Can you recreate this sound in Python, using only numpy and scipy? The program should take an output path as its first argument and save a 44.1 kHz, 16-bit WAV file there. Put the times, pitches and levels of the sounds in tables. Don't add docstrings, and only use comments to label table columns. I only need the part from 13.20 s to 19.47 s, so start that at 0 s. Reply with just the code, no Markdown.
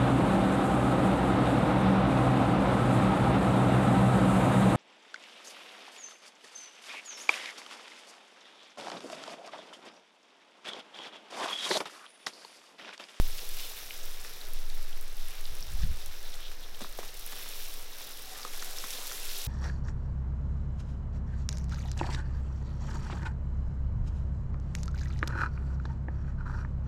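import sys
import numpy as np
from scipy import signal
from scipy.fft import rfft, irfft, next_fast_len
from scipy.io import wavfile
from scipy.ndimage import uniform_filter1d

SR = 44100
rng = np.random.default_rng(int(sys.argv[2]) if len(sys.argv) > 2 else 0)


def put_to_file(sound):
    columns = np.atleast_2d(sound).T
    safe = np.clip(columns, -1, 1)
    whole_steps = np.round(safe * 32767)
    wavfile.write(sys.argv[1], SR, whole_steps.astype(np.int16))


N = 276507
TIME = np.arange(N) / SR
ON_LEGS_S, OFF_LEGS_S, AT_BOOTS_S = 2.1, 3.4, 5.08

# (time [s], level [dB])
JET_STRENGTH = [(0.0, 3.5), (0.2, 3), (0.32, 3), (0.41, 5), (0.53, 3), (0.76, 0.5), (1.75, -3.5), (1.9, -4),
                (2.02, -1.5), (2.87, -2), (2.95, -2.5), (3.05, -2.5), (3.51, -5.5), (3.61, -2.5),
                (3.93, -1.7), (4.09, 2.5), (4.43, 4.0), (4.66, -1.2), (4.77, -1), (4.8, 3), (4.95, 0.5),
                (5.31, 1.9), (5.39, 3.5), (5.81, 5), (6.27, 7)]
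# (frequency [Hz], gain [dB])
WATER_EQ = [(100, -30), (180, -9.5), (310, -6.5), (460, -2), (630, -7), (740, -5), (980, -6), (1400, -3),
            (2400, 3.5), (3150, -2), (3700, 0), (4600, -5), (5600, 0.5), (7500, -3)]
# (frequency [Hz], gain [dB])
MIST_EQ = [(6000, -3), (7500, -1.7), (8600, -3), (10000, -1.2), (12300, 0), (14500, -1), (16000, -2.5)]
# (frequency [Hz], gain [dB])
BOOTS_EQ = [(6000, 5.0), (9000, 1.5), (12500, -0.5), (15500, -3.5)]
# (frequency [Hz], gain [dB])
STRONG_JET_EQ = [(6500, -0.77), (8500, -1.5), (10500, -0.3), (13000, -0.2)]
# (time [s], level [dB], half length [s], centre [Hz], Q)
JET_SLAPS = [(0.188, -43, 0.011, 3400, 1.1), (0.395, -44.5, 0.025, 3000, 1.3),
             (0.44, -47, 0.027, 3400, 2.5), (1.1, -56, .05, 2000, 1.5), (2.135, -54, 0.063, 2200, 1.1),
             (2.631, -47, 0.013, 3600, 1.5), (2.825, -51, 0.025, 3600, 3.2), (3.07, -52, .02, 3680, 3.4),
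             (3.138, -46, 0.007, 3680, 3.2), (3.246, -48.5, 0.045, 3430, 3.2),
             (3.432, -50, 0.024, 3500, 4.2), (3.632, -51, 0.033, 3620, 5.6), (5.767, -44, 0.018, 3950, 3.8),
             (6.174, -51, 0.12, 3830, 4.5)]
# (time [s], level [dB], half length [s], pitch [Hz])
HOLLOW_RINGS = [(5.168, -53.5, 0.11, 745), (5.2, -52.5, 0.058, 1196), (5.487, -52, 0.068, 735)]
# (time [s], level [dB], pitch [Hz])
DROP_TICKS = [(0.1765, -31, 13200), (0.291, -26, 9200), (0.4527, -29.5, 11200), (1.0152, -34, 11000),
              (1.0417, -36, 11000), (1.335, -26.5, 12700), (1.578, -36, 12200), (1.6284, -34, 13400),
              (1.8116, -30, 12400), (1.8255, -35, 12000), (1.9696, -35, 12500), (2.0844, -29, 11900),
              (2.0993, -37, 9500), (2.1531, -36, 12500), (2.211, -35.5, 9000), (2.2655, -33, 10300),
              (2.3526, -31, 10700), (2.4071, -32, 10100), (2.4748, -38, 11000), (2.5202, -36, 6700),
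              (2.7731, -36, 6400), (2.861, -27.5, 9300), (3.0283, -35, 9500), (3.1005, -35, 10000),
              (3.1553, -37, 7900), (3.408, -36, 13000), (3.6917, -34, 13500), (3.7779, -31, 13500),
              (3.9426, -32, 11800), (3.9689, -33, 12300), (3.9735, -32, 11200), (3.9962, -29.5, 13700),
              (4.0638, -24, 13000), (4.0755, -31, 12400), (4.2283, -33, 3700), (4.4537, -33, 6700),
              (4.5396, -28, 12000), (4.7848, -31, 12700), (5.0222, -31, 12000), (5.3758, -29, 11700),
              (5.706, -25.5, 5900), (5.8716, -27, 12000), (5.8772, -27, 7900)]
# (time [s], level [dB], pitch [Hz], Q)
DROP_PLIPS = [(0.5773, -46, 3650, 5), (0.7077, -34.5, 2620, 4.4), (0.8327, -43, 6460, 4),
              (1.213, -43.5, 3860, 7), (1.4998, -42, 4070, 5), (1.729, -46.5, 3100, 5),
              (2.2548, -36.5, 4050, 4), (2.4263, -37.5, 5330, 8), (2.632, -48, 1740, 5),
              (3.1415, -44, 6400, 4), (3.5455, -44, 3300, 5.5), (5.2159, -44, 5240, 5),
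              (5.231, -38, 4280, 4), (5.3957, -39, 3950, 4), (5.4216, -39, 5800, 6), (5.5857, -35, 5400, 8),
              (5.9213, -37.5, 5970, 6)]
# (time [s], knock [dB], knock pitch [Hz], knock Q, crack [dB],
# crunch [dB], crunch decay [s], thud [dB])
FOOTFALLS = [(0.23, -43, 430, 4.4, -50, -62, .01, -72), (0.512, -40.5, 825, 2.9, -46, -63, .01, -77),
             (1.048, -28.5, 1750, 1.5, -35, -46, .016, -71), (3.316, -35, 1570, 2, -35, -47, .014, -67),
             (3.607, -37, 1100, 1.4, -38, -43.5, 0.014, -49),
             (3.616, -32.5, 560, 1.8, -42, -44.5, 0.01, -46), (3.618, -33.5, 217, 1.9, -50, -55, .01, -52),
             (3.646, -30.5, 1080, 2.8, -41, -50, 0.023, -46.5),
             (3.7871, -36, 1200, 2, -35, -45, 0.018, -48), (3.7885, -30, 680, 1.7, -39, -51, 0.013, -50),
             (3.7895, -32, 400, 2, -45, -54, .02, -54), (3.831, -35, 1040, 2.6, -43, -47, 0.058, -55),
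             (4.123, -32, 1650, 1.6, -31, -42, 0.011, -60), (4.131, -38, 1000, 1.5, -38, -57, 0.018, -62),
             (4.26, -35, 1100, 1.4, -33, -50, 0.022, -60), (5.2499, -30, 1130, 3.2, -27, -44, 0.0056, -53),
             (5.2512, -38, 500, 2.6, -40, -60, .005, -65), (5.4249, -27.5, 1520, 2.4, -25, -43, 0.011, -52),
             (5.6398, -28.5, 1050, 2.4, -34, -41, 0.0067, -49), (5.6412, -33, 2000, 2, -42, -50, .005, -65),
             (5.706, -31, 2200, 0.95, -27, -48, .003, -70), (5.751, -31, 2300, 1.5, -31, -44, .01, -53),
             (5.7858, -38, 520, 1.8, -38, -43, .015, -51), (5.915, -30, 1380, 2.6, -31, -44, .007, -59)]
# (time [s], level [dB], half length [s], centre [Hz])
FOOT_SCUFFS = [(4.21, -55, 0.071, 1680), (4.806, -55, 0.011, 850), (5.54, -51, 0.016, 473),
               (5.832, -50.5, 0.034, 900)]
# (time [s], level [dB], pitch [Hz], time to fall 60 dB [s])
STONE_CLINKS = [(5.2506, -37, 1250, 0.04), (5.4256, -39, 1470, .03), (5.916, -37, 1300, .03)]
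# (time [s], level [dB], settling rate [dB/s])
MIC_JOLTS = [(0.0, -15.5, 110), (0.28, -26, 61), (0.85, -29, 31), (1.36, -24, 5), (2.64, -21, 60),
             (3.03, -28, 26), (3.55, -32, 37), (4.03, -32, 80), (4.42, -31, 24), (5.36, -32.5, 15),
             (6.05, -30.5, 34)]
# (frequency [Hz], gain [dB])
SWAY_EQ = [(3, -74), (8, -9), (12, 8.5), (16, -12), (24, -19), (40, -66), (80, -45.5), (200, -104)]
# (time [s], level [dB])
GUST_BUFFETS = [(2.32, -38.5), (2.426, -39.5), (2.538, -29), (2.64, -22), (2.71, -28.5), (2.88, -42.5)]
# (frequency [Hz], gain [dB])
GUST_EQ = [(15, 16.5), (28, 17), (42, 16), (60, 13.5), (85, 1.5), (170, -6.5), (260, -24), (500, -42),
           (1500, -90)]
# (frequency [Hz], gain [dB])
YARD_EQ = [(25, -41), (42, 16.5), (52, 12.5), (68, -2), (100, -0.5), (170, -5.5), (280, -4), (450, -2),
           (750, -3.5), (2000, -26.5)]


def spray(wash_db=-53.5, splash_db=-49.0, mist_db=-50.5, flutter_db=0.77):
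    wash_ride, splash_ride, mist_ride = jet_aim()
    water = rng.standard_normal(N) + patter(per_s=900, spread_db=4.0, q=4.6)
    wash = unit_rms(band(equalise(water, WATER_EQ), 212, 1790)) * from_db(wash_ride + wash_db)
    water += from_db(-4) * impacts(per_s=2500, spread_db=3.0, limit=6.2)
    splash = unit_rms(band(equalise(water, WATER_EQ), 2665, 5440)) * from_db(splash_ride + splash_db)
    hiss = mist(mist_ride) * from_db(mist_ride + mist_db)
    return (wash + splash + hiss) * from_db(flutter_db * drift(per_s=35))


def jet_aim():
    jet = np.interp(TIME, *np.transpose(JET_STRENGTH))
    on_coat = swing(ON_LEGS_S) - swing(OFF_LEGS_S)
    wash = 0.36 * jet + 2 * swing(AT_BOOTS_S)
    splash = 0.91 * jet + 0.2 * on_coat
    hiss = 1.35 * jet - on_coat
    return wash, splash, hiss


def swing(s, travel_s=0.074):
    return np.clip((TIME - s) / travel_s + .5, 0, 1)


def mist(ride_db, dense_db=-2.0, strong_db=2.5):
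    bursts = impacts(per_s=1500, spread_db=3.9, limit=5.2)
    bursts += from_db(-3) * patter(per_s=170, spread_db=3.5, q=4.7)
    bursts *= from_db(3.5 + 0.19 * (dense_db - ride_db))
    hiss = equalise(rng.standard_normal(N) + bursts, MIST_EQ)
    hiss = signal.sosfilt(signal.butter(3, 6600, "high", fs=SR, output="sos"), hiss)
    hiss /= np.sqrt(uniform_filter1d(hiss ** 2, SR // 10))
    hiss = blend_eq(hiss, swing(AT_BOOTS_S), BOOTS_EQ)
    return blend_eq(hiss, np.clip(ride_db / strong_db, 0, 1), STRONG_JET_EQ)


def patter(per_s, spread_db, q):
    pitches = np.geomspace(400, 15000, 16)
    return unit_rms(sum(resonate(impacts(per_s, spread_db, limit=5.5), hz, q) for hz in pitches))


def slaps():
    bubbles = impacts(per_s=2200, spread_db=4.0, limit=4.2)
    return sum(swell(focus(bubbles, hz, q), s, db, half_s) for s, db, half_s, hz, q in JET_SLAPS)


def hollow_rings(q=30, trim_db=-3.0):
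    return sum(swell(resonate(rng.standard_normal(N), hz, q), s, db + trim_db, half_s)
               for s, db, half_s, hz in HOLLOW_RINGS)


def big_drops(rows, splatter, splatter_s, trim_db):
    out, t = np.zeros(N), TIME[:SR // 25]
    for s, db, hz, q in rows:
        fragments = splatter * rng.standard_normal(len(t)) * np.exp(-t / splatter_s)
        add(out, s, from_db(db + trim_db) * strike((t == 0) + fragments, hz, q))
    return out


def stray_drops(count, top_db, spread_db, low_hz, high_hz, q):
    when, softness, pitch = rng.random((count, 3)).T
    levels = top_db - spread_db * softness
    pitches = low_hz * (high_hz / low_hz) ** pitch
    return [(s, db, hz, q) for s, db, hz in zip(when * TIME[-1], levels, pitches)]


def footfalls(rebound=0.18, rebound_s=0.00158, knock_trim_db=-1.5, crunch_trim_db=-1, thud_trim_db=2.5):
    out, t = np.zeros(N), TIME[:SR // 6]
    grit = unit_rms(band(impacts(per_s=3500, spread_db=2.5, limit=3.4), 380, 5500, order=1))
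    contact = 1.0 * (t == 0)
    add(contact, rebound_s, np.array([rebound]))
    for s, knock_db, hz, q, crack_db, crunch_db, crunch_s, thud_db in FOOTFALLS:
        crunch = grit[int(s * SR):][:len(t)] * np.exp(-t / crunch_s)
        thud = unit_rms(band(rng.standard_normal(len(t)), 130, 720)) * np.exp(-t / 0.012)
        add(out, s, from_db(knock_db + knock_trim_db) * strike(contact, hz, q))
        add(out, s, from_db(crack_db) * strike(contact, hz=3600, q=0.8))
        add(out, s, from_db(crunch_db + crunch_trim_db) * crunch)
        add(out, s, from_db(thud_db + thud_trim_db) * thud)
    return out


def scuffs(q=1.4):
    stones = impacts(per_s=1200, spread_db=3.5, limit=4.0)
    return sum(swell(focus(stones, hz, q), s, db, half_s) for s, db, half_s, hz in FOOT_SCUFFS)


def clinks():
    out, t = np.zeros(N), TIME[:SR // 5]
    for s, db, hz, t60 in STONE_CLINKS:
        add(out, s, from_db(db - 60 * t / t60) * np.sin(2 * np.pi * hz * t))
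    return out


def walls(x, echo_db=-15.5, delays_s=(.023, .041, .078)):
    out, dull = x.copy(), band(x, 200, 3500, order=1)
    for k, s in enumerate(delays_s, start=1):
        add(out, s, from_db(echo_db) / k * dull)
    return out


def gust(rise_db_per_s=255, fall_db_per_s=240):
    buffets = [db + peak_ramp(s, rise_db_per_s, fall_db_per_s) for s, db in GUST_BUFFETS]
    return from_db(np.max(buffets, axis=0)) * steady_noise(GUST_EQ, window=SR // 12)


def mic_sway(rise_db_per_s=95, rest_db=-42):
    jolts = [db + peak_ramp(s, rise_db_per_s, fall) for s, db, fall in MIC_JOLTS]
    ride_db = np.maximum(np.max(jolts, axis=0), rest_db)
    return from_db(ride_db) * steady_noise(SWAY_EQ, window=SR // 6)


def yard_air(level_db=-58.0):
    return from_db(level_db) * unit_rms(equalise(rng.standard_normal(N), YARD_EQ))


def impacts(per_s, spread_db, limit):
    sizes = from_db(spread_db * np.minimum(rng.exponential(1, N), limit))
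    hits = rng.random(N) < per_s / SR
    return unit_rms(hits * sizes * rng.choice([-1, 1], N))


def steady_noise(eq, window):
    noise = equalise(rng.standard_normal(N), eq)
    return noise / np.sqrt(uniform_filter1d(uniform_filter1d(noise ** 2, window), window))


def drift(per_s):
    knots = rng.standard_normal(4096)
    return np.interp(TIME * per_s, np.arange(len(knots)), knots)


def swell(x, s, db, half_s):
    return from_db(db) * np.exp(-((TIME - s) / half_s) ** 2) * unit_rms(x)


def peak_ramp(s, rise, fall):
    return -np.maximum(rise * (s - TIME), fall * (TIME - s))


def resonate(x, hz, q):
    radius = np.exp(-np.pi * hz / q / SR)
    feedback = [1, -2 * radius * np.cos(2 * np.pi * hz / SR), radius ** 2]
    return signal.lfilter(np.array([1, 0, -1]) * (1 - radius ** 2) / 2, feedback, x + 1e-18)


def focus(x, hz, q):
    return resonate(resonate(x, hz, q), hz, q / 2)


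def strike(push, hz, q):
    ring = focus(push, hz, q)
    return ring / np.abs(ring).max()


def band(x, low_hz, high_hz, order=2):
    return signal.sosfilt(signal.butter(order, [low_hz, high_hz], "band", fs=SR, output="sos"), x)


def equalise(x, eq):
    hz, db = np.transpose(eq)
    size = next_fast_len(N + SR)
    bins = np.fft.rfftfreq(size, 1 / SR)
    gain = from_db(np.interp(np.log(bins + 1e-9), np.log(hz), db))
    return irfft(rfft(x, size) * gain, size)[:N]


def blend_eq(x, share, eq):
    return x + share * (equalise(x, eq) - x)


def from_db(db):
    return 10 ** (np.asarray(db) / 20)


def unit_rms(x):
    return x / np.sqrt(np.mean(x ** 2) + 1e-20)


def add(out, s, sound):
    at = max(0, round(s * SR))
    out[at:at + len(sound)] += sound[:N - at]


def scene():
    ticks = [(s, db, hz, 1.63) for s, db, hz in DROP_TICKS]
    ticks += stray_drops(count=26, top_db=-33, spread_db=6, low_hz=9500, high_hz=14000, q=1.6)
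    plips = DROP_PLIPS + stray_drops(count=8, top_db=-48, spread_db=8, low_hz=2700, high_hz=6400, q=5)
    drops = big_drops(ticks, splatter=0.16, splatter_s=0.0012, trim_db=2.5)
    drops += big_drops(plips, splatter=0.11, splatter_s=0.0027, trim_db=8.0)
    water = spray() + slaps() + hollow_rings() + drops
    feet = footfalls() + scuffs() + clinks()
    return (walls(water + feet) + yard_air() + mic_sway() + gust())[None]


def record(dry, cutoff_hz=15900):
    return signal.sosfilt(signal.ellip(12, .1, 80, cutoff_hz, fs=SR, output="sos"), dry)


dry = scene()
out = record(dry)
put_to_file(out)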